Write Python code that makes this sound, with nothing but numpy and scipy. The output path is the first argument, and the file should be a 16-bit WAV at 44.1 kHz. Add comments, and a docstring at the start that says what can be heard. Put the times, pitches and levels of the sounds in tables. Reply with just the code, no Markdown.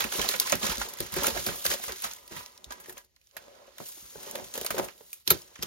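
"""A padded paper mailer with a cardboard box inside is turned and pressed close to two microphone ports.
Paper is shaped noise with snapping folds and ringing facets; the box knocks and hums through resonances;
desk and mat rumble as the weight lands. Later a taped edge hums under a finger, small tools jingle,
something smooth slides and scissors strike the mat, the steel being decaying modes. Quiet small room."""
import sys
import numpy as np
from scipy import signal
from scipy.fft import rfft, irfft
from scipy.io import wavfile
from scipy.ndimage import uniform_filter1d

SR = 44100
rng = np.random.default_rng(int(sys.argv[2]) if len(sys.argv) > 2 else 0)


def dump(signal):
    """Clip the signal to [-1, 1] and save it as 16-bit WAV at the path in sys.argv[1]."""
    limited = np.clip(np.atleast_2d(signal).T, -1, 1)
    pcm = np.round(limited * 32767).astype(np.int16)
    wavfile.write(sys.argv[1], SR, pcm)


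def gain_from_db(level_db):
    """Convert decibel levels to linear amplitude factors (20 dB per decade)."""
    decades = np.asarray(level_db, float) / 20
    return 10 ** decades


N = 249606
TIME = np.arange(N) / SR
COARSE = np.arange(0, N / SR, .002)  # slower clock for gestures, s

# Edges between the dull, crisp and hissing parts of the paper. Three values: low, middle, high in Hz.
SPLIT_HZ = (644, 2910, 6250)


def over_hz(table, column):
    """One column of a frequency table on the transform's bins, interpolated over log frequency."""
    hz = np.maximum(np.arange(N // 2 + 1) * SR / N, 1)
    return np.interp(np.log(hz), np.log(np.array(table)[:, 0]), np.array(table)[:, column])


def noise():
    """Unrelated white noise for the two ports."""
    return rng.standard_normal((2, N))


def sides(pan_db):
    """Gains of left and right for a left-minus-right level."""
    return gain_from_db(np.array([pan_db, -pan_db]) / 2)


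def unit(x):
    """Scale to rms 1."""
    return x / np.sqrt(np.mean(x ** 2))


def add(out, s, burst):
    """Mix a burst in from time s."""
    i = int(s * SR)
    out[..., i:i + burst.shape[-1]] += burst[..., :N - i]


def fade(t60_s, rise_s):
    """Quick rise, exponential fall."""
    t = np.arange(int(1.2 * t60_s * SR) + 64) / SR
    return (1 - np.exp(-t / rise_s)) * np.exp(-np.log(1000) * t / t60_s)


def swells(s, held_s, db, rise_db_s, fall_db_s):
    """Power of gestures that rise, hold and let go at steady rates in dB, one row each."""
    start, end = s[:, None], (s + held_s)[:, None]
    before_s = np.maximum(start - COARSE, 0)
    after_s = np.maximum(COARSE - end, 0)
    return gain_from_db(2 * (db[:, None] - rise_db_s * before_s - fall_db_s * after_s))


def crackle(per_s, spread_db, t60_s, share):
    """Envelope of many tiny buckles, a few much larger, over even rubbing; rms 1."""
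    chance, size = rng.random((N, 2)).T
    buckles = (chance < per_s / SR) * gain_from_db(-2 * spread_db * np.log(1 - size * .99))
    power = signal.lfilter([1], [1, -np.exp(-2 * np.log(1000) / (t60_s * SR))], buckles)
    return np.sqrt(1 - share + share * power / power.mean())


def resonate(x, modes):
    """Sum of resonances, scaled so that white noise of rms 1 comes out near rms 1."""
    rung = sum(gain_from_db(db) * signal.lfilter(*signal.iirpeak(hz, hz / width_hz, fs=SR), x)
               for hz, width_hz, db in modes)
    return rung / np.sqrt(sum(gain_from_db(2 * db) * np.pi * width_hz / SR for hz, width_hz, db in modes))


def ring(x, hz, t60_s):
    """One mode: an impulse of 1 rings at amplitude 1 and dies in t60."""
    r, turn = np.exp(-np.log(1000) / (t60_s * SR)), 2 * np.pi * hz / SR
    return signal.lfilter([np.sin(turn)], [1, -2 * r * np.cos(turn), r * r], x)


def struck(blows, modes, contact_db, contact_s):
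    """Each blow is a few milliseconds of rattling contact that rings the steel."""
    contact = np.zeros(N)
    for s, db in blows:
        add(contact, s, gain_from_db(db + contact_db) * fade(contact_s, rise_s=0.001))
    return sum(gain_from_db(db) * ring(contact * noise(), hz, t60_s) for hz, db, t60_s in modes)


def hands():
    """Grips over resting contact: crisp dB, dull and hiss dB over it, left minus right dB, box dB, resting dB."""
    # Hands resting and sliding on the parcel. Each row: time in seconds, paper level in dB,
    # brightness in dB, box over paper in dB, left minus right in dB.
    contact = [(0, -40, 0, -14, -8), (.6, -43, 2.5, -7.5, -6.5), (.87, -45.5, -2, 0, -5.5),
               (.98, -49.5, -4, -2.5, -7), (1.4, -38.5, 2.5, -22, -7.5), (1.63, -47, 1, -9, -5.5),
               (1.95, -46, -0.5, -13, -5), (2.1, -49.5, 4, -12, -6), (2.22, -59, 2, 0.5, -5),
               (2.45, -55, 2, -11, -8), (2.63, -65, -2, 8, -3.5), (2.77, -58, -5.5, 4.5, -5.5),
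               (3.0, -63, -6, 0.5, -5.5), (3.1, -86, 7, 4, -7), (3.34, -68.5, 6, -11.5, -12.5),
               (3.4, -60, -3, 4, -7.5), (3.74, -62, -2, -1, -10), (3.9, -52, 4, -12.5, -3.5),
               (4.13, -53, -0.5, -7, 2.5), (4.3, -46.5, -1, 2.5, -6.5), (4.5, -51, 1.5, -2, -3.5),
               (4.9, -55.5, -4, -20, -9.5), (4.96, -60.5, 4.5, 2, -7.5), (5.169, -58.5, 6.5, -15, -6),
               (5.268, -74, 5, -8, -12), (5.3, -68, 12, 6, -15), (5.4, -53.5, 1.5, -6, -1.5),
               (5.49, -60, -2, -1, -2), (5.66, -56.5, -6, -6, -5.5)]
    # Fingers gripping, pressing and pulling. Each row: full grip at seconds, held seconds,
    # paper level in dB, brightness in dB, box over paper in dB.
    grips = [(0.0, 0.017, -30, -3.5, -5.5), (0.126, 0.025, -35.5, 0.5, -5), (.16, .012, -37.5, 7, -2),
             (.19, 0.072, -33.5, -2, -4.5), (0.289, 0.026, -32.5, 0.5, -11.5),
             (0.403, 0.019, -35, -1, -5.5), (.46, 0.06, -35, -2, -12), (0.523, 0.0081, -45, 1, 10),
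             (0.632, 0.038, -30, -2.5, -4), (.69, 0.031, -32.5, -3, -10), (0.799, 0.032, -37.5, -1, -12),
             (1.006, 0.022, -40, 0.5, -20), (1.13, 0.026, -41, 0, -9), (1.17, 0.06, -35.5, -3.5, -1),
             (1.24, 0.04, -31, 1.5, 0), (1.35, 0.02, -39, -4, 3), (1.465, 0.0048, -35.5, 6, 1.5),
             (1.49, 0.046, -41.5, -4, 0.5), (1.55, 0.071, -47, 7, -2), (1.652, 0.0087, -31.5, 4, -30),
             (1.703, 0.028, -30.5, -0.5, -6.5), (1.828, 0.059, -41.5, 2.5, -9),
             (1.889, 0.01, -44, -12.5, 2), (2.038, 0.018, -36.5, -4.5, -13), (2.109, 0.0083, -46, -1, -14),
             (2.318, 0.071, -47.5, -3, -4), (2.37, 0.035, -44.5, 1, -8), (2.44, 0.017, -58.5, -2, 2),
             (2.708, 0.014, -59, -17.5, 9), (2.8, .015, -65, 7, -6), (2.88, 0.014, -56.5, 8, 6),
             (2.97, 0.014, -55.5, 4, -3), (3.8, 0.038, -53, 5.5, -0.5), (3.86, 0.039, -49, 6, -16),
             (4.18, 0.059, -58.5, -4, 8), (4.27, 0.0084, -45, -1, -12), (4.35, 0.038, -57, 0, 15.5),
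             (4.385, 0.027, -61.5, 0, 16), (4.554, 0.038, -42.5, 1.5, 1.5), (4.616, 0.0084, -46, 2, 0.5),
             (4.665, 0.012, -41.5, -1, -5), (4.71, 0.044, -49, -1, 4), (4.75, 0.024, -52.5, 10, 16),
             (4.784, 0.0077, -49, 0, 21), (4.825, 0.019, -48.5, 10.5, 14.5), (5.133, 0.0062, -61, 3, -17),
             (5.281, .02, -45, 7, -28), (5.303, 0.0042, -31, -1, -9), (5.624, 0.0041, -43.5, -4, -3)]
    dull_offset_db, hiss_offset_db = -7.5, -10  # over the crisp part at brightness 0

    at, *columns = np.transpose(contact)
    rest_db, rest_bright, rest_box, pan_db = (np.interp(COARSE, at, c) for c in columns)
    s, held_s, db, bright, on_box = np.transpose(grips)
    # 596.5 dB/s for a 67 ms hold; shorter grips come on faster
    rise_db_s = 596.5 * (0.067 / np.clip(held_s, .005, .2))[:, None] ** 0.27
    grip_power = swells(s, held_s, db, rise_db_s, fall_db_s=305.5)

    def total_db(rest, grip):
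        """Rest and grips added in power, each with its offset in dB."""
        return 10 * np.log10(gain_from_db(2 * (rest_db + rest)) + gain_from_db(2 * grip) @ grip_power)

    crisp_db = total_db(0, 0 * db)
    dull_db = total_db(-rest_bright, -bright) - crisp_db + dull_offset_db
    hiss_db = total_db(rest_bright, bright) - crisp_db + hiss_offset_db
    controls = (crisp_db, dull_db, hiss_db, pan_db, total_db(rest_box, on_box), rest_db)
    return [np.interp(TIME, COARSE, c) for c in controls]


def paper(touch):
    """Rustle and snapping folds shake the same sheet: three spectral parts, each with its own strength."""
    # Folds snapping. Each row: start in seconds, level in dB, dull part and hissing part over it in dB,
    # panel pitch in Hz.
    cracks = [(.005, -20.5, 4.5, -4, 3620), (0.0406, -21.5, -1, -5.5, 2620), (.1214, -29, 6.5, -5, 3380),
              (.194, -22.5, 1, -17, 3820), (0.2157, -19, -11, -9, 3140), (0.2887, -13.5, -9.5, -5, 4110),
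              (0.3384, -26, 7, -20, 1580), (0.399, -11.5, -24, -2, 4840), (0.5214, -15, 0, -2.5, 6300),
              (0.5241, -19.5, 3, -13.5, 1050), (0.5541, -24.5, -20, -1, 6840), (.63, -22, -1, -13, 3530),
              (.7144, -45, -9, 11, 1180), (.7716, -26, -23, -18, 6200), (0.781, -24.5, -19, -10, 5760),
              (0.8151, -22.5, -1.5, -22, 1410), (0.887, -38, -14, 0, 980), (0.9371, -34, -17, .5, 6400),
              (.972, -40, 0, -3, 2020), (0.987, -32, -21, -7, 6750), (1.004, -22, -6, -4, 5100),
              (1.122, -46.5, -5, 9, 2940), (1.14, -29, 0, -1, 4800), (1.1636, -34, 7.5, 4, 1650),
              (1.234, -23, -16.5, -1, 3300), (1.2435, -23, -2, -10, 1380), (1.268, -17, -1.5, 0.5, 6060),
              (1.3379, -37, -4, -15, 4200), (1.3735, -25, -2.5, -13, 1750), (1.465, -21, -0.5, -2.5, 4880),
              (1.487, -27, 1, -12, 1520), (1.6521, -22, -0.5, -3, 1580), (1.6636, -14.5, -5, -8, 4450),
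              (1.711, -23, 2.5, -17, 5160), (1.8388, -35, 4, 1, 2100), (1.8819, -32, -8, -9, 1200),
              (1.9216, -27.5, -10, -9, 6030), (2.021, -36, 5, 5, 4060), (2.0442, -27, -20, -8, 1274),
              (2.1123, -32, -13, -14, 5940), (2.135, -34, -12, -2.5, 5900), (2.185, -46.5, -4, -17, 2100),
              (2.2777, -40, -9, -5, 4500), (2.365, -36.5, 4, -6, 1860), (2.4608, -33, -25, -17, 5700),
              (2.577, -40.5, -9, -14, 5440), (2.643, -33.5, -26, -14.5, 3700),
              (2.7066, -34.5, -7, -19, 1160), (2.7217, -34, -17, -8, 1600), (2.8004, -47, -7, 1, 1000),
              (2.859, -42.5, -3, -8, 1830), (2.895, -38.5, -0.5, -1, 1820), (2.9254, -47, -17, 3, 2620),
              (2.969, -46, 7.5, -15, 2740), (2.979, -37.5, -1.5, -10, 6250), (3.0475, -56.5, -21, -1, 4440),
              (3.1626, -50.5, -4, -11.5, 4350), (3.2144, -57.5, -13.5, -15.5, 2490),
              (3.271, -49, -24, -17, 5930), (3.3116, -49.5, -13, -15, 6660), (3.3666, -34, 1.5, -3.5, 1850),
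              (3.7827, -36.5, -2, -5.5, 3670), (3.8016, -44, -2, -14, 1320), (4.3112, -37, -21, 7, 7100),
              (4.3546, -27.5, 0, -7, 3470), (4.5395, -26.5, -10, -19, 6900), (4.555, -35, 3.5, -2, 3280),
              (4.577, -28.5, -2, -3.5, 3220), (4.6126, -28.5, -21, -5, 3200), (4.6462, -45, 12, 12.5, 1220),
              (4.6636, -24.5, 1, -0.5, 4700), (4.705, -26, 2.5, -2.5, 1560),
              (4.7658, -39.5, 7.5, -10, 1280), (4.782, -27, -6, -3, 1510), (4.8835, -40.5, 8.5, -8, 2540),
              (5.13, -36, -11, 3.5, 2480), (5.2761, -13.5, -18, -10, 4100), (5.3037, -12, -5, 4, 4430),
              (5.3745, -37, -21, -17, 4520), (5.4191, -39, -19, -13, 5300), (5.5564, -39, 3.5, -25, 3370),
              (5.5895, -45.5, 4, -34, 2120), (5.6252, -21, -8.5, -23, 5000),
              (5.6314, -21.5, -18, -16, 3230)]
    # Tone shaping of the paper noise. Each row: frequency in Hz, gain in dB.
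    tone_shaping = [(700, -12), (1500, -2.5), (3000, -4), (5000, -4.5), (7000, 1), (9000, 10.5), (11000, 2),
                    (13000, 2.5), (15500, -3.5)]

    crisp_db, dull_db, hiss_db, pan_db, *_ = touch
    shared = sides(pan_db) * crackle(per_s=260, spread_db=3.5, t60_s=0.057, share=0.5)
    parts_db = (crisp_db + dull_db, crisp_db, crisp_db + hiss_db)
    rustle = [gain_from_db(db) * shared * crackle(per_s=660, spread_db=3.5, t60_s=0.029, share=0.14) for db in parts_db]
    power = np.array(rustle) ** 2
    panels = np.zeros((2, N))
    for (s, db, dull, hiss, hz), turn in zip(cracks, rng.random((len(cracks), 2, 1))):
        place = sides(pan_db[int(s * SR)])[:, None]
        # larger, lower panels settle longer
        shape = fade(0.033 * (4600 / hz) ** 0.9, rise_s=.0002)
        # the fold gives way at once, then settles
        shape = shape * (0.5 + 1.35 * np.exp(-np.arange(len(shape)) / (0.00057 * SR)))
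        levels = gain_from_db(db - 2.0 + np.array([dull, 0, hiss]))[:, None, None]
        add(power, s, (levels * place * shape) ** 2)
        # the flat panel beside the fold rings for a few cycles
        facet = fade(min(40 / hz, .03), rise_s=0.00014)
        tone = np.sin(2 * np.pi * (hz * np.arange(len(facet)) / SR + turn))
        add(panels, s, gain_from_db(db) * place * facet * tone)

    low, middle, high = SPLIT_HZ
    bands = (signal.butter(2, [low, middle], "band", fs=SR, output="sos"),
             signal.butter(2, [middle, high], "band", fs=SR, output="sos"),
             signal.butter(2, high, "high", fs=SR, output="sos"))
    power[0] = np.roll(power[0], int(0.0026 * SR), axis=1)  # slow bending waves: the dull part arrives late
    gains = gain_from_db([12, 8, 8])
    sheet = sum(g * signal.sosfilt(b, np.sqrt(p) * noise()) for g, b, p in zip(gains, bands, power))
    return irfft(rfft(sheet) * gain_from_db(over_hz(tone_shaping, 1)), N) + panels


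def crinkles(touch, per_s, spread_db, cycles):
    """Small flat facets between creases pop at random; each size of facet rings at its own pitch."""
    crisp_db, dull_db, hiss_db, pan_db, *_ = touch
    out = np.zeros((2, N))
    for hz in np.geomspace(900, 14000, num=22):
        when, size = rng.random((N, 2)).T
        pops = (when < per_s / SR) * gain_from_db(-spread_db * np.log(1 - .98 * size))
        tilt_db = dull_db if hz < SPLIT_HZ[1] else hiss_db if hz > SPLIT_HZ[2] else 0
        pops = pops * gain_from_db(crisp_db + tilt_db) * sides(pan_db) * np.sign(noise())
        out += ring(pops, hz, cycles / hz)
    return out


def box(touch):
    """Rubbing and knocks shake the hollow box's resonances; a knock also rings briefly at its own pitch."""
    # Resonances of the box. Each row: frequency in Hz, width in Hz, level in dB.
    box_modes = [(259, 100, 2.5), (370.8, 25, 6), (453, 56, 3), (560, 100, 6.5), (724, 23, 2),
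                 (845, 38, -1.5)]
    # Box and mat knocked. Each row: start in seconds, level in dB, nominal pitch in Hz,
    # t60 in seconds before limiting, left minus right in dB.
    knocks = [(0.048, -29.5, 232, 0.079, -0.5), (0.129, -39, 458, 0.055, 3), (0.152, -30.5, 382, 0.043, 3),
              (0.192, -27.5, 425, 0.081, -14), (0.246, -29, 737, 0.064, -6), (0.292, -35, 422, 0.074, -1),
              (0.338, -34, 557, 0.14, -11), (0.524, -20.5, 563, 0.06, -13), (0.54, -31.5, 240, 0.06, -1),
              (0.629, -32.5, 226, 0.16, -11.5), (0.781, -36.5, 228, 0.16, -1),
              (0.813, -22, 790, 0.018, -14), (1.004, -32, 358, 0.089, 9), (1.166, -24.5, 383, 0.057, 7.5),
              (1.239, -23.5, 883, 0.056, 2), (1.291, -34.5, 383, 0.11, -7), (1.363, -27, 640, 0.05, -8),
              (1.469, -29.5, 205, 0.029, -18), (1.492, -27.5, 418, 0.021, 12),
              (1.652, -24, 538, 0.042, 1.5), (1.704, -33, 314, 0.044, 2), (1.716, -36, 348, 0.064, 9),
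              (1.74, -26, 560, 0.045, 2), (1.796, -40, 705, 0.047, -7), (1.89, -39, 475, 0.16, 0),
              (2.041, -39.5, 726, 0.14, -10), (2.31, -42.5, 359, 0.12, -4), (2.706, -34.5, 823, 0.028, -7),
              (2.883, -44.5, 378, 0.15, 2.5), (3.367, -40, 617, 0.046, 5), (3.775, -46, 596, 0.033, -2),
              (3.802, -29, 557, 0.03, 4), (3.81, -36, 230, 0.056, -4), (3.975, -50.5, 322, 0.05, -8),
              (4.156, -29.5, 423, 0.028, -4), (4.266, -41.5, 427, 0.073, 4), (4.35, -32.5, 541, 0.083, -2),
              (4.551, -45, 534, 0.066, 7), (4.577, -26.5, 490, 0.03, 3), (4.614, -27, 404, 0.017, 16),
              (4.646, -29.5, 612, 0.039, 2), (4.705, -26, 610, 0.048, 4), (4.743, -29.5, 415, 0.033, 13),
              (5.007, -41.5, 456, 0.05, -5.5), (5.28, -32, 332, 0.03, 6), (5.311, -23, 386.5, 0.08, 3),
              (5.332, -33.5, 351.5, 0.11, 4), (5.629, -36, 380, 0.072, 3)]
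    sag = .35  # share of its pitch by which a knock sinks as the board springs back

    rubbing = gain_from_db(touch[-2] - 5.0) * crackle(per_s=130, spread_db=6.0, t60_s=0.02, share=0.3)
    power = rubbing ** 2 * np.ones((2, 1))
    rings = np.zeros((2, N))
    for (s, db, hz, t60_s, pan_db), turn in zip(knocks, rng.random((len(knocks), 2, 1))):
        shape = sides(pan_db)[:, None] * fade(np.clip(t60_s, .015, .12), rise_s=0.0014)
        add(power, s, (gain_from_db(db - 6) * shape) ** 2)
        pitch_hz = hz * (1 + sag * (np.exp(-np.arange(shape.shape[1]) / (0.0055 * SR)) - .3))
        tone = np.sin(2 * np.pi * (np.cumsum(pitch_hz) / SR + 0.41 * turn))
        add(rings, s, gain_from_db(db) * shape * tone)
    return resonate(np.sqrt(power) * noise(), box_modes) + rings


def desk(touch):
    """The desk top and the mat on it shake at a few low resonances; each landing starts with one push."""
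    # The parcel's weight landing. Each row: time in seconds, desk top level in dB, mat level in dB.
    thumps = [(0.026, -54, -57), (.05, -56, -49), (0.188, -40.5, -39.5), (0.346, -67, -49),
              (.538, -50, -39), (0.643, -58, -43), (.692, -41.5, -46), (0.778, -45, -58),
              (1.003, -48, -40.5), (1.128, -37, -51), (1.163, -48, -38.5), (1.272, -48, -62),
              (1.324, -41, -56), (1.374, -52, -42.5), (1.468, -52, -40), (1.49, -43, -44),
              (1.656, -62, -47), (1.69, -47.5, -61), (1.877, -52, -58), (2.043, -65, -56),
              (2.218, -73, -82), (2.318, -75, -50), (2.362, -60, -50.5), (2.666, -53, -74),
              (2.792, -75, -69), (2.89, -76, -60), (2.936, -69, -63), (3.371, -73, -67),
              (3.802, -76, -51.5), (4.025, -64, -65), (4.16, -69, -54), (4.262, -80, -68),
              (4.348, -92, -66), (4.422, -62, -51), (4.579, -55, -62), (4.707, -70, -44.5),
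              (4.763, -69, -50), (4.799, -53, -44.5), (5.039, -73, -76), (5.28, -56, -43),
              (5.312, -53, -37), (5.591, -54, -53), (5.632, -63, -50)]
    # Resonances of the desk top. Each row: frequency in Hz, width in Hz, level in dB.
    desk_modes = [(54, 12, -1.5), (72.6, 6.4, -14.5)]
    # Resonances of the mat. Each row: frequency in Hz, width in Hz, level in dB.
    mat_modes = [(122, 88, 1), (171, 20, -2.5)]
    follows_db = -25  # steady shaking passed on by the resting hands, over their paper level
    landing_db, landing_s = -4.5, 0.003  # the push over the shaking; its length

    s, desk_db, mat_db = np.transpose(thumps)
    push = np.hanning(int(landing_s * SR))
    push = push / push.sum() * np.sqrt(.03 * SR)

    def shake(db, fall_db_s):
        """Force on one body."""
        landings = swells(s, 0.012, db, rise_db_s=1999.5, fall_db_s=fall_db_s).sum(axis=0)
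        power = np.interp(TIME, COARSE, landings)
        force = np.sqrt(power + gain_from_db(2 * (touch[-1] + follows_db))) * noise()
        scatter = 1 + 0.73 * rng.standard_normal((len(s), 2, 1))
        for at, size in zip(s, gain_from_db(db + landing_db)[:, None, None] * scatter):
            add(force, at, size * push)
        return force

    return resonate(shake(desk_db, 259), desk_modes) + resonate(shake(mat_db, 361), mat_modes)


def air():
    """The quiet room and the microphones' own hiss: steady shaped noise."""
    # Spectrum of the background. Each row: frequency in Hz, relative density in dB per Hz.
    spectrum = [(24, -25), (40, -0.5), (75, 1), (1050, -41.5), (1830, -19.5), (3740, -25), (4260, -20.5),
                (7000, -26), (9100, -51.5), (15400, -120)]
    return gain_from_db(-73.5) * unit(irfft(rfft(noise()) * gain_from_db(over_hz(spectrum, 1)), N))


def drag(touch):
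    """A finger drags along the box's taped edge: friction noise follows the hand and hums faintly in resonances."""
    # Resonances of the taped edge. Each row: frequency in Hz, width in Hz, level in dB.
    edge_modes = [(995, 37, 1), (1200, 60, -5), (1930, 70, -5.5)]
    from_s, to_s, over_paper_db = 2.15, 3.02, -6
    moving = uniform_filter1d(1. * (TIME > from_s) * (TIME < to_s), size=2000)
    return resonate(moving * gain_from_db(touch[0] + over_paper_db) * noise(), edge_modes)


def tools():
    """Small steel tools, nudged while reaching for the scissors, ring as decaying modes."""
    # Nudges. Each row: start in seconds, level in dB before the contact gain.
    jingles = [(2.707, -29), (2.721, -25), (2.8, -37), (2.895, -37), (2.978, -39)]
    # Modes of the tools. Each row: frequency in Hz, level in dB, t60 in seconds.
    tool_modes = [(993, -3, .11), (1290, -8, .054), (1643, -1, .13), (3750, -10, .06), (6250, -11, .05),
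                  (9900, -9, .05), (12300, -15, .06)]
    return struck(jingles, tool_modes, contact_db=-20.0, contact_s=0.0085)


def slide():
    """Something smooth slides over the mat: even friction noise through the slider's hollow."""
    # Strength of the friction. Each row: time in seconds, level in dB.
    friction = [(3.32, -72), (3.368, -56), (3.38, -65), (3.39, -62.5), (3.63, -56), (3.658, -62),
                (3.682, -58.5), (3.754, -74), (3.78, -68)]
    # Resonances of the hollow. Each row: frequency in Hz, width in Hz, level in dB.
    hollow_modes = [(583, 110, 10), (1000, 440, -8)]
    s, db = np.transpose(friction)
    moving = (TIME > s[0]) & (TIME < s[-1])
    return resonate(moving * gain_from_db(np.interp(TIME, s, db)) * noise(), hollow_modes)


def scissors():
    """Scissors meet the mat: brief contacts ring the blades' modes."""
    # Contacts. Each row: start in seconds, level in dB before the contact gain.
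    clanks = [(3.3672, -40), (5.266, -43), (5.2759, -28), (5.298, -29), (5.3045, -8.5), (5.306, -19),
              (5.3134, -14.5), (5.3225, -40), (5.6251, -30)]
    # Modes of the blades. Each row: frequency in Hz, level in dB, t60 in seconds.
    blade_modes = [(1000, -10, .035), (1330, -10, .035), (2420, -9, .035), (3680, -14, .06),
                   (4030, -12, .04), (4300, -12, .04), (6400, -11, .03), (9700, -6, .025), (10000, -9, .04),
                   (12100, -9, .03), (12670, -6, .04), (12825, -2, .045), (12930, -7, .04),
                   (14400, -13, .03)]
    return struck(clanks, blade_modes, contact_db=-11.0, contact_s=0.0098)


def room(near):
    """Short dull room tail: low-passed decaying noise, convolved with the near sound."""
    shape = fade(0.2, rise_s=0.0014)
    tail = signal.lfilter([1], [1, -.6], rng.standard_normal((2, len(shape))) * shape)
    tail = tail * gain_from_db(-18.5) / np.sqrt(np.sum(tail[0] ** 2))
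    return signal.fftconvolve(near, tail, axes=1)[:, :N]


def scene():
    """All sources at the desk; the thin steel barely wakes the room, so it gets no tail."""
    touch = hands()
    near = paper(touch) + crinkles(touch, per_s=25, spread_db=2.0, cycles=32.0)
    near = near + box(touch) + desk(touch) + drag(touch) + slide()
    return near + room(near) + air() + tools() + scissors()


def borrow(left, right, like, lead_rad):
    """Replace part of the right spectrum by the left one turned in phase; like is the share, 0-1."""
    return like * left * np.exp(-1j * lead_rad) + np.sqrt(1 - like ** 2) * right


def band_limit(x):
    """A steep low-pass at the top of the band."""
    return signal.sosfilt(signal.butter(12, 16970, fs=SR, output="sos"), x)


def record(dry):
    """Peaks are rounded; the right port borrows from the left by a share that changes with frequency,
    high in the deepest bass and much of the treble; top and bottom are cut."""
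    # The two ports over the whole range. Each row: frequency in Hz, likeness 0-1, left leads in rad,
    # left minus right in dB.
    ports = [(50, 0.99, 0, -4.5), (212, 0.46, 2.27, -4.5), (380, 0.86, 0, 2), (830, 0.14, 2.5, -2),
             (5000, 0.18, 1.13, 2.5), (6200, 1, 1.65, 7), (16700, 0.2, 0.23, 1.5)]
    # The treble both ports share. Each row: frequency in Hz, likeness 0-1, left leads in rad.
    shared_treble = [(6000, 0, 1.5), (7000, .5, 2.3), (7500, .93, 2.95), (7950, .997, 3.14),
                     (9800, .997, 3.14), (10400, .86, 3.6), (11400, .62, 4.5), (12100, .75, 5.3),
                     (12800, .96, 6.1), (13300, .98, 6.28), (16000, .96, 6.28)]

    dry = .8 * np.tanh(dry / .8)
    left, right = rfft(dry) * sides(over_hz(ports, 3))
    right = borrow(left, right, np.clip(over_hz(ports, 1), 0, 1), over_hz(ports, 2))
    right = borrow(left, right, over_hz(shared_treble, 1), over_hz(shared_treble, 2))
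    pair = irfft(np.array([left, right]), N)
    pair = signal.sosfilt(signal.ellip(8, .2, 60, 15900, fs=SR, output="sos"), pair)
    pair = signal.sosfilt(signal.butter(3, 38, "high", fs=SR, output="sos"), pair)
    return band_limit(pair)


dry = scene()
out = record(dry)
dump(out)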